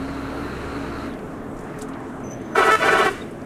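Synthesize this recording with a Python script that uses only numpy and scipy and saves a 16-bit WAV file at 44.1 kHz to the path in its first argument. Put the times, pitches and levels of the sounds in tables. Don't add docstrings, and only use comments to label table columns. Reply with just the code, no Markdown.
import sys
import numpy as np
from scipy import signal
from scipy.fft import rfft, irfft
from scipy.io import wavfile
from scipy.ndimage import uniform_filter1d

SR = 44100
rng = np.random.default_rng(int(sys.argv[2]) if len(sys.argv) > 2 else 0)


def to_linear_factor(level_db):
    exponent = np.asarray(level_db, float) / 20
    return 10 ** exponent


def put_to_file(sound):
    columns = np.atleast_2d(sound).T
    safe = np.clip(columns, -1, 1)
    whole_steps = np.round(safe * 32767)
    wavfile.write(sys.argv[1], SR, whole_steps.astype(np.int16))


N = 152145


def level(x, db):
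    return x * to_linear_factor(db) / np.sqrt(np.mean(x ** 2))


def curve(table, column=1):
    points = np.array(table, float)
    return np.interp(np.arange(N) / SR, points[:, 0], points[:, column])


def walk(rate):
    hold = int(SR / rate)
    steps = np.repeat(rng.standard_normal(N // hold + 1), hold)[:N]
    smooth = uniform_filter1d(uniform_filter1d(steps, hold), hold)
    return smooth / smooth.std()


def band(x, hz, width):
    return signal.lfilter(*signal.iirpeak(hz, hz / width, fs=SR), x)


def steep_band(x, hz, width):
    return band(band(x, hz, width), hz, 2 * width)


def hump(t, start, length):
    return np.sin(np.pi * np.clip((t - start) / length, 0, 1))


def coloured(spectrum, flicker_db, rate):
    points, hz = np.array(spectrum, float), np.arange(1, N // 2 + 2) * SR / N
    colour = to_linear_factor(np.interp(np.log(hz), np.log(points[:, 0]), points[:, 1]))
    noise = rfft(rng.standard_normal(N)) * colour
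    place = 2 * np.log2(hz / 20)
    out = np.zeros(N)
    for k in range(20):
        share = np.clip(1 - abs(place - k), 0, 1)
        out += irfft(noise * share, N) * to_linear_factor(flicker_db * walk(rate))
    return level(out, 0)


# (time [s], level [dB])
ENGINE_LOAD = [(0, -0.5), (.3, -1), (.7, 0), (1.07, -0.5), (1.12, -11.5), (1.2, -15), (1.5, -37),
               (3.45, -46)]
# (time [s], rate [Hz])
FIRING_RATE = [(0, 65.07), (.3, 66.64), (.7, 67.7), (1.1, 66.85), (1.4, 62.4), (3.45, 55.4)]
# (multiple of the firing rate, level [dB])
EXHAUST_ORDERS = [(1, -38), (2, -52), (3, -53), (3.5, -48), (5, -51), (6, -54)]
# (frequency [Hz], density [dB per Hz])
CLATTER_COLOUR = [(450, -22), (900, -7.5), (1350, -1.5), (1800, -9.5), (2750, -15), (3500, -24.5),
                  (5800, -28.5), (15500, -38)]
# (time [s], frequency [Hz], level [dB])
TURBO_WHISTLE = [(0, 4110, -53), (.7, 4090, -51.5), (1.04, 4070, -51), (1.1, 3800, -54), (1.135, 3450, -57),
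                 (1.17, 3337, -73)]
# (time [s], frequency [Hz], level [dB])
GEAR_HUM = [(0, 277, -36.5), (.45, 280, -40), (.56, 283.8, -60), (.68, 277, -37.5), (1.1, 280.9, -41),
            (1.3, 267.2, -45.5), (2.0, 270, -42.5), (3.45, 263.4, -51)]


def engine():
    turns = np.cumsum(curve(FIRING_RATE) * (1 + 0.0016 * walk(3.6))) / SR
    exhaust = np.zeros(N)
    for order, db in EXHAUST_ORDERS:
        unsteady_db = min(order - .4, 2.5) * walk(11.6)
        exhaust += to_linear_factor(db + 3 + unsteady_db) * np.sin(2 * np.pi * order * turns + order * order)
    knock = 1 + 0.092 * np.cos(2 * np.pi * turns)
    clatter = coloured(CLATTER_COLOUR, 0.38, 13.8) * knock
    block = steep_band(clatter, 1370, 62) * to_linear_factor(3.6 * walk(39.3))
    combustion = exhaust + level(clatter, -36.5) + level(block, -52)
    return to_linear_factor(curve(ENGINE_LOAD)) * combustion + turbo() + gearbox()


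def turbo():
    whirl = np.cumsum(curve(TURBO_WHISTLE) * (1 + .015 * walk(25))) / SR
    whistle = walk(950) * np.sin(2 * np.pi * whirl) * to_linear_factor(.6 * walk(42))
    return level(whistle, 0) * to_linear_factor(curve(TURBO_WHISTLE, column=2))


def gearbox():
    mesh = np.cumsum(curve(GEAR_HUM) + 7.5 * walk(16)) / SR
    return to_linear_factor(curve(GEAR_HUM, column=2) + 7.5 + 1.9 * walk(10.9)) * np.sin(2 * np.pi * mesh)


VALVE_OPEN = [2.517, 2.586, 2.666, 2.734, 2.797, 2.864, 2.929, 2.994, 3.061, 3.124, 3.19]
# (valve lag [turns], flutter [dB], pitch bend [share], bend lag [turns])
TRUMPET_FLUTTER = [(.4, 3, .007, .1), (.2, 4, .008, .1), (.02, 2, .012, .01), (.02, 2, .007, .01),
                   (.45, 5, .009, .4), (.45, 6, .008, .2), (.02, 4, .006, .01)]
TRUMPET_PARTIALS = [(-19, 4.5, -2, 4, -20), (-1, 0, 3, -3, -11), (-5, 0.5, -3.5, 1.5, 0),
                    (0, -12, -1.5, -6.5, -13), (-13, -2, 6.5, -1.5, -6.5), (-5, 3, -10, 1.5, -1),
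                    (-1.5, -9, -26, -14, -17)]
# (start [s], stop [s], pitch [Hz], level [dB], brightness [dB per octave])
TRUMPET_PUFFS = [
    [(2.55, 2.745, 326.1, -36, 4), (2.80, 3.065, 323.8, -31, -1.6)],
    [(2.55, 2.70, 362.6, -29, -2), (2.83, 3.09, 365.9, -32.5, -0.3)],
    [(2.555, 2.71, 387, -27.5, -2.1), (2.835, 3.05, 387, -31, -0.06), (3.055, 3.09, 385, -28.5, 0)],
    [(2.553, 2.70, 441.5, -26, 0.9), (2.705, 2.757, 437, -25.5, 4), (2.815, 3.06, 441.5, -26, 1.36)],
    [(2.55, 2.715, 488, -30, -2.1), (2.797, 3.045, 490.6, -31, -0.66)],
    [(2.56, 2.71, 581, -32.5, -4.5), (2.81, 2.85, 575, -30.5, -2), (2.865, 3.06, 579, -32, -4.5)],
    [(2.555, 2.7, 397, -29, 0.5), (2.835, 3.07, 397, -28.5, 2.5), (3.085, 3.115, 397, -31.5, -5)],
]


def horn():
    first = int(2.45 * SR)
    t = np.arange(first, N) / SR
    valve = 2 * np.pi * np.interp(t, VALVE_OPEN, np.arange(len(VALVE_OPEN)))
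    reeds, blowing = np.zeros(len(t)), np.zeros(len(t))
    for puffs, flutter, partials in zip(TRUMPET_PUFFS, TRUMPET_FLUTTER, TRUMPET_PARTIALS):
        lag, flutter_db, bend, bend_lag = flutter
        pitch_bend = bend * np.cos(valve - 2 * np.pi * bend_lag) + .008 * walk(120)[first:]
        wobble = np.cumsum(pitch_bend) / SR
        pressure = np.cos(valve - 2 * np.pi * lag)
        shimmer_db, grit_db = 0.5 * walk(50)[first:], 2.4 * walk(350)[first:]
        swell_db = flutter_db * pressure + shimmer_db + grit_db
        for start, stop, hz, db, bright_db in puffs:
            attack = np.clip((t - start) / .014 + .5, 0, 1) ** 2
            gate = attack * np.exp(-np.clip(t - stop, 0, 1) / .022 * 2)
            on = gate > 1e-3
            loose = min((stop - start) / .15, 1)
            tone = trumpet(hz, (t + loose * wobble)[on], pressure[on], partials, bright_db, loose)
            reeds[on] += (to_linear_factor(db + 3 + swell_db) * gate)[on] * tone
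            blowing += gate / len(TRUMPET_PUFFS)
    air = level(band(rng.standard_normal(len(t)), 7900, 6000), -38.5) * to_linear_factor(4 * np.cos(valve))
    rasp = level(band(rng.standard_normal(len(t)), 1200, 1500), -38.5)
    return np.r_[np.zeros(first), reeds + np.sqrt(blowing) * air + blowing * rasp]


def trumpet(hz, bent_time, pressure, partials, bright_db, loose):
    k = np.arange(1, int(15000 / hz))
    octaves = np.log2(k[5:] / 5)
    floor_db = -39 + 20 * (1 - loose) - 5 * octaves
    upper = np.maximum(partials[-1] - 18.5 * octaves, floor_db)
    waves = np.sin(k[:, None] * 2 * np.pi * hz * bent_time + k[:, None] ** 2)
    hold = SR // 110
    steps = np.repeat(rng.standard_normal((20, 70)), hold, axis=1)[:, :len(bent_time)]
    depth = .6 * loose * np.minimum(k[:20, None] / 6, 1)
    waves[:20] *= 1 + depth * uniform_filter1d(steps, hold, axis=1)
    waves[0] *= to_linear_factor(3 * pressure)
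    return to_linear_factor(np.r_[partials, upper] + bright_db * np.log2(np.minimum(k, 6))) @ waves


def roadside_echo(honk):
    lag = np.arange(SR // 2) / SR
    scatter = rng.standard_normal(len(lag)) * to_linear_factor(-60 * lag / 0.97)
    scatter *= np.clip(lag / 0.028, 0, 1) * (0.6 + 1 / (1 + (lag / 0.2) ** 12))
    bright = signal.lfilter([1, -0.86], 1, honk)
    thin = level(foliage_band(bright), 0) * honk.std() * walk(260)
    scatter /= np.sqrt(np.sum(scatter ** 2))
    return signal.fftconvolve(thin, scatter)[:N] * to_linear_factor(-15.5)


def foliage_band(x):
    return band(x, 2530, 4930)


# (time [s], frequency [Hz], level [dB])
BRAKE_SQUEAL = [(2.235, 6140, -62), (2.25, 6110, -54), (2.295, 6060, -59), (2.31, 6090, -48),
                (2.34, 6070, -49), (2.355, 6100, -62), (2.39, 6200, -72), (2.415, 6260, -66),
                (2.435, 6250, -73), (2.46, 6230, -64), (2.485, 6150, -75), (2.53, 6100, -62),
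                (2.575, 6080, -54)]
# (start [s], length [s], frequency [Hz], level [dB])
SQUEAL_SIDE_TONE = (2.33, .12, 5870, -64)


def brake():
    t = np.arange(N) / SR
    phase = 2 * np.pi * np.cumsum(curve(BRAKE_SQUEAL) * (1 + 0.00527 * walk(300))) / SR
    on = (t > BRAKE_SQUEAL[0][0]) & (t < BRAKE_SQUEAL[-1][0])
    tone = np.sin(phase) + to_linear_factor(-18) * np.sin(2 * phase)
    rough = 1 + to_linear_factor(-7) * walk(400)
    squeal = on * to_linear_factor(curve(BRAKE_SQUEAL, column=2) + 9) * tone * rough
    start, length, hz, db = SQUEAL_SIDE_TONE
    side = to_linear_factor(db) * hump(t, start, length) * np.sin(phase * hz / 6150)
    return squeal + side * (1 + .8 * walk(200))


# (time [s], peak level [dB], frequency [Hz], t60 [s])
TRIM_TICKS = [(1.1364, -40, 3800, 0.04), (1.1894, -41.5, 3300, 0.05), (1.567, -45, 6720, 0.063),
              (1.5883, -41.5, 6900, 0.063), (1.6064, -44, 8800, 0.072), (1.6354, -45, 8620, 0.05),
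              (1.6945, -47, 4034, 0.055), (1.7862, -38, 8700, 0.12), (1.7868, -32, 14000, 0.04),
              (1.811, -36, 4470, 0.07), (1.8165, -30, 8080, 0.04), (1.8197, -30, 8500, 0.025),
              (1.824, -40, 7800, 0.09), (1.8846, -41.5, 8040, 0.081), (1.934, -40, 3340, 0.054),
              (2.0018, -46, 8640, 0.05), (2.095, -52, 8400, 0.04), (2.155, -50, 8200, 0.054),
              (2.2014, -48, 7800, 0.05), (2.31, -45, 6700, 0.1), (2.4137, -44.5, 8300, 0.05),
              (3.416, -41.5, 4720, 0.03), (3.3091, -43.5, 9170, 0.072)]
# (time [s], length [s], frequency [Hz], level [dB])
METAL_SQUEAKS = [
    (1.51, .02, 8000, -61),
    (2.32, 0.018, 3050, -62),
    (3.21, .022, 3700, -50),
    (3.21, .02, 7350, -63),
    (3.21, .022, 10700, -61),
]


def rattles():
    t, out = np.arange(N) / SR, np.zeros(N)
    noise = rng.standard_normal(N)
    for start, db, hz, t60 in TRIM_TICKS:
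        fade = (t > start) * to_linear_factor(-60 * np.clip(t - start, 0, 1) / t60)
        fade *= np.clip((t - start) / .002, 0, 1)
        hiss = band(band(noise, hz, 0.39 * hz), hz, min(3.8 * hz, 15000))
        out += level(hiss, db - 4.5) * fade
    since_snap = t - 1.8208
    out += to_linear_factor(-23) * np.exp(-(since_snap / 0.00026) ** 2) * np.cos(2 * np.pi * 8000 * since_snap)
    for start, length, hz, db in METAL_SQUEAKS:
        squeak = hump(t, start, length) * np.sin(2 * np.pi * hz * t)
        out += to_linear_factor(db + 4) * squeak * (1 + 1.4 * walk(400))
    return out


# (frequency [Hz], density [dB per Hz])
ROAR_COLOUR = [(14, -20), (28, -7), (52, -19.5), (120, -8), (200, -8), (300, -6.5), (536, -13), (700, -16),
               (1500, -52.5)]
# (frequency [Hz], density [dB per Hz])
HISS_COLOUR = [(410, -57), (700, -1), (1010, -3.5), (1090, -1.5), (1220, -4), (1740, -8.5), (4780, -33.5),
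               (8240, -29.5), (15600, -34.5)]
# (time [s], level [dB])
ROAD_LOUDNESS = [(0, -33), (.5, -31.5), (1.0, -32.5), (1.5, -33), (2.0, -33.5), (2.5, -33.5), (3.0, -30.5),
                 (3.45, -35.5)]
# (frequency [Hz], width [Hz], level [dB])
CAB_RESONANCES = [(235.5, 12.6, -43), (337.4, 8.6, -42), (429.6, 22.7, -41.5), (622, 23, -47.5)]


def road():
    roar = coloured(ROAR_COLOUR, 1.7, 7.15) + to_linear_factor(-7) * coloured(HISS_COLOUR, 2.2, 12.31)
    cab = np.zeros(N)
    for hz, width, db in CAB_RESONANCES:
        cab += level(steep_band(rng.standard_normal(N), hz, width), db + 32)
    return (roar + cab) * to_linear_factor(curve(ROAD_LOUDNESS))


# (time [s], length [s], level [dB])
WIND_GUSTS = [
    (1.38, .1, -44),
    (1.613, .12, -41.5),
    (1.858, 0.15, -45),
    (2.126, .12, -49),
    (2.648, 0.2, -48),
    (3.078, 0.2, -48),
]


def wind():
    t = np.arange(N) / SR
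    gusts = sum(to_linear_factor(db) * np.exp(-((t - s) / length * 2) ** 2) for s, length, db in WIND_GUSTS)
    rumble = band(band(rng.standard_normal(N), 26, 40), 30, 60)
    return gusts * level(rumble, 0)


def scene():
    honk = horn()
    truck = engine() + brake() + rattles()
    return (truck + honk + roadside_echo(honk) + road() + wind())[None]


def band_limit(x):
    return signal.sosfilt(signal.butter(12, 15710, fs=SR, output="sos"), x)


def record(dry):
    dull = signal.sosfilt(signal.butter(2, 10950, fs=SR, output="sos"), dry)
    mix = np.tanh(1.033 * dull) / 1.187
    return band_limit(mix)


dry = scene()
out = record(dry)
put_to_file(out)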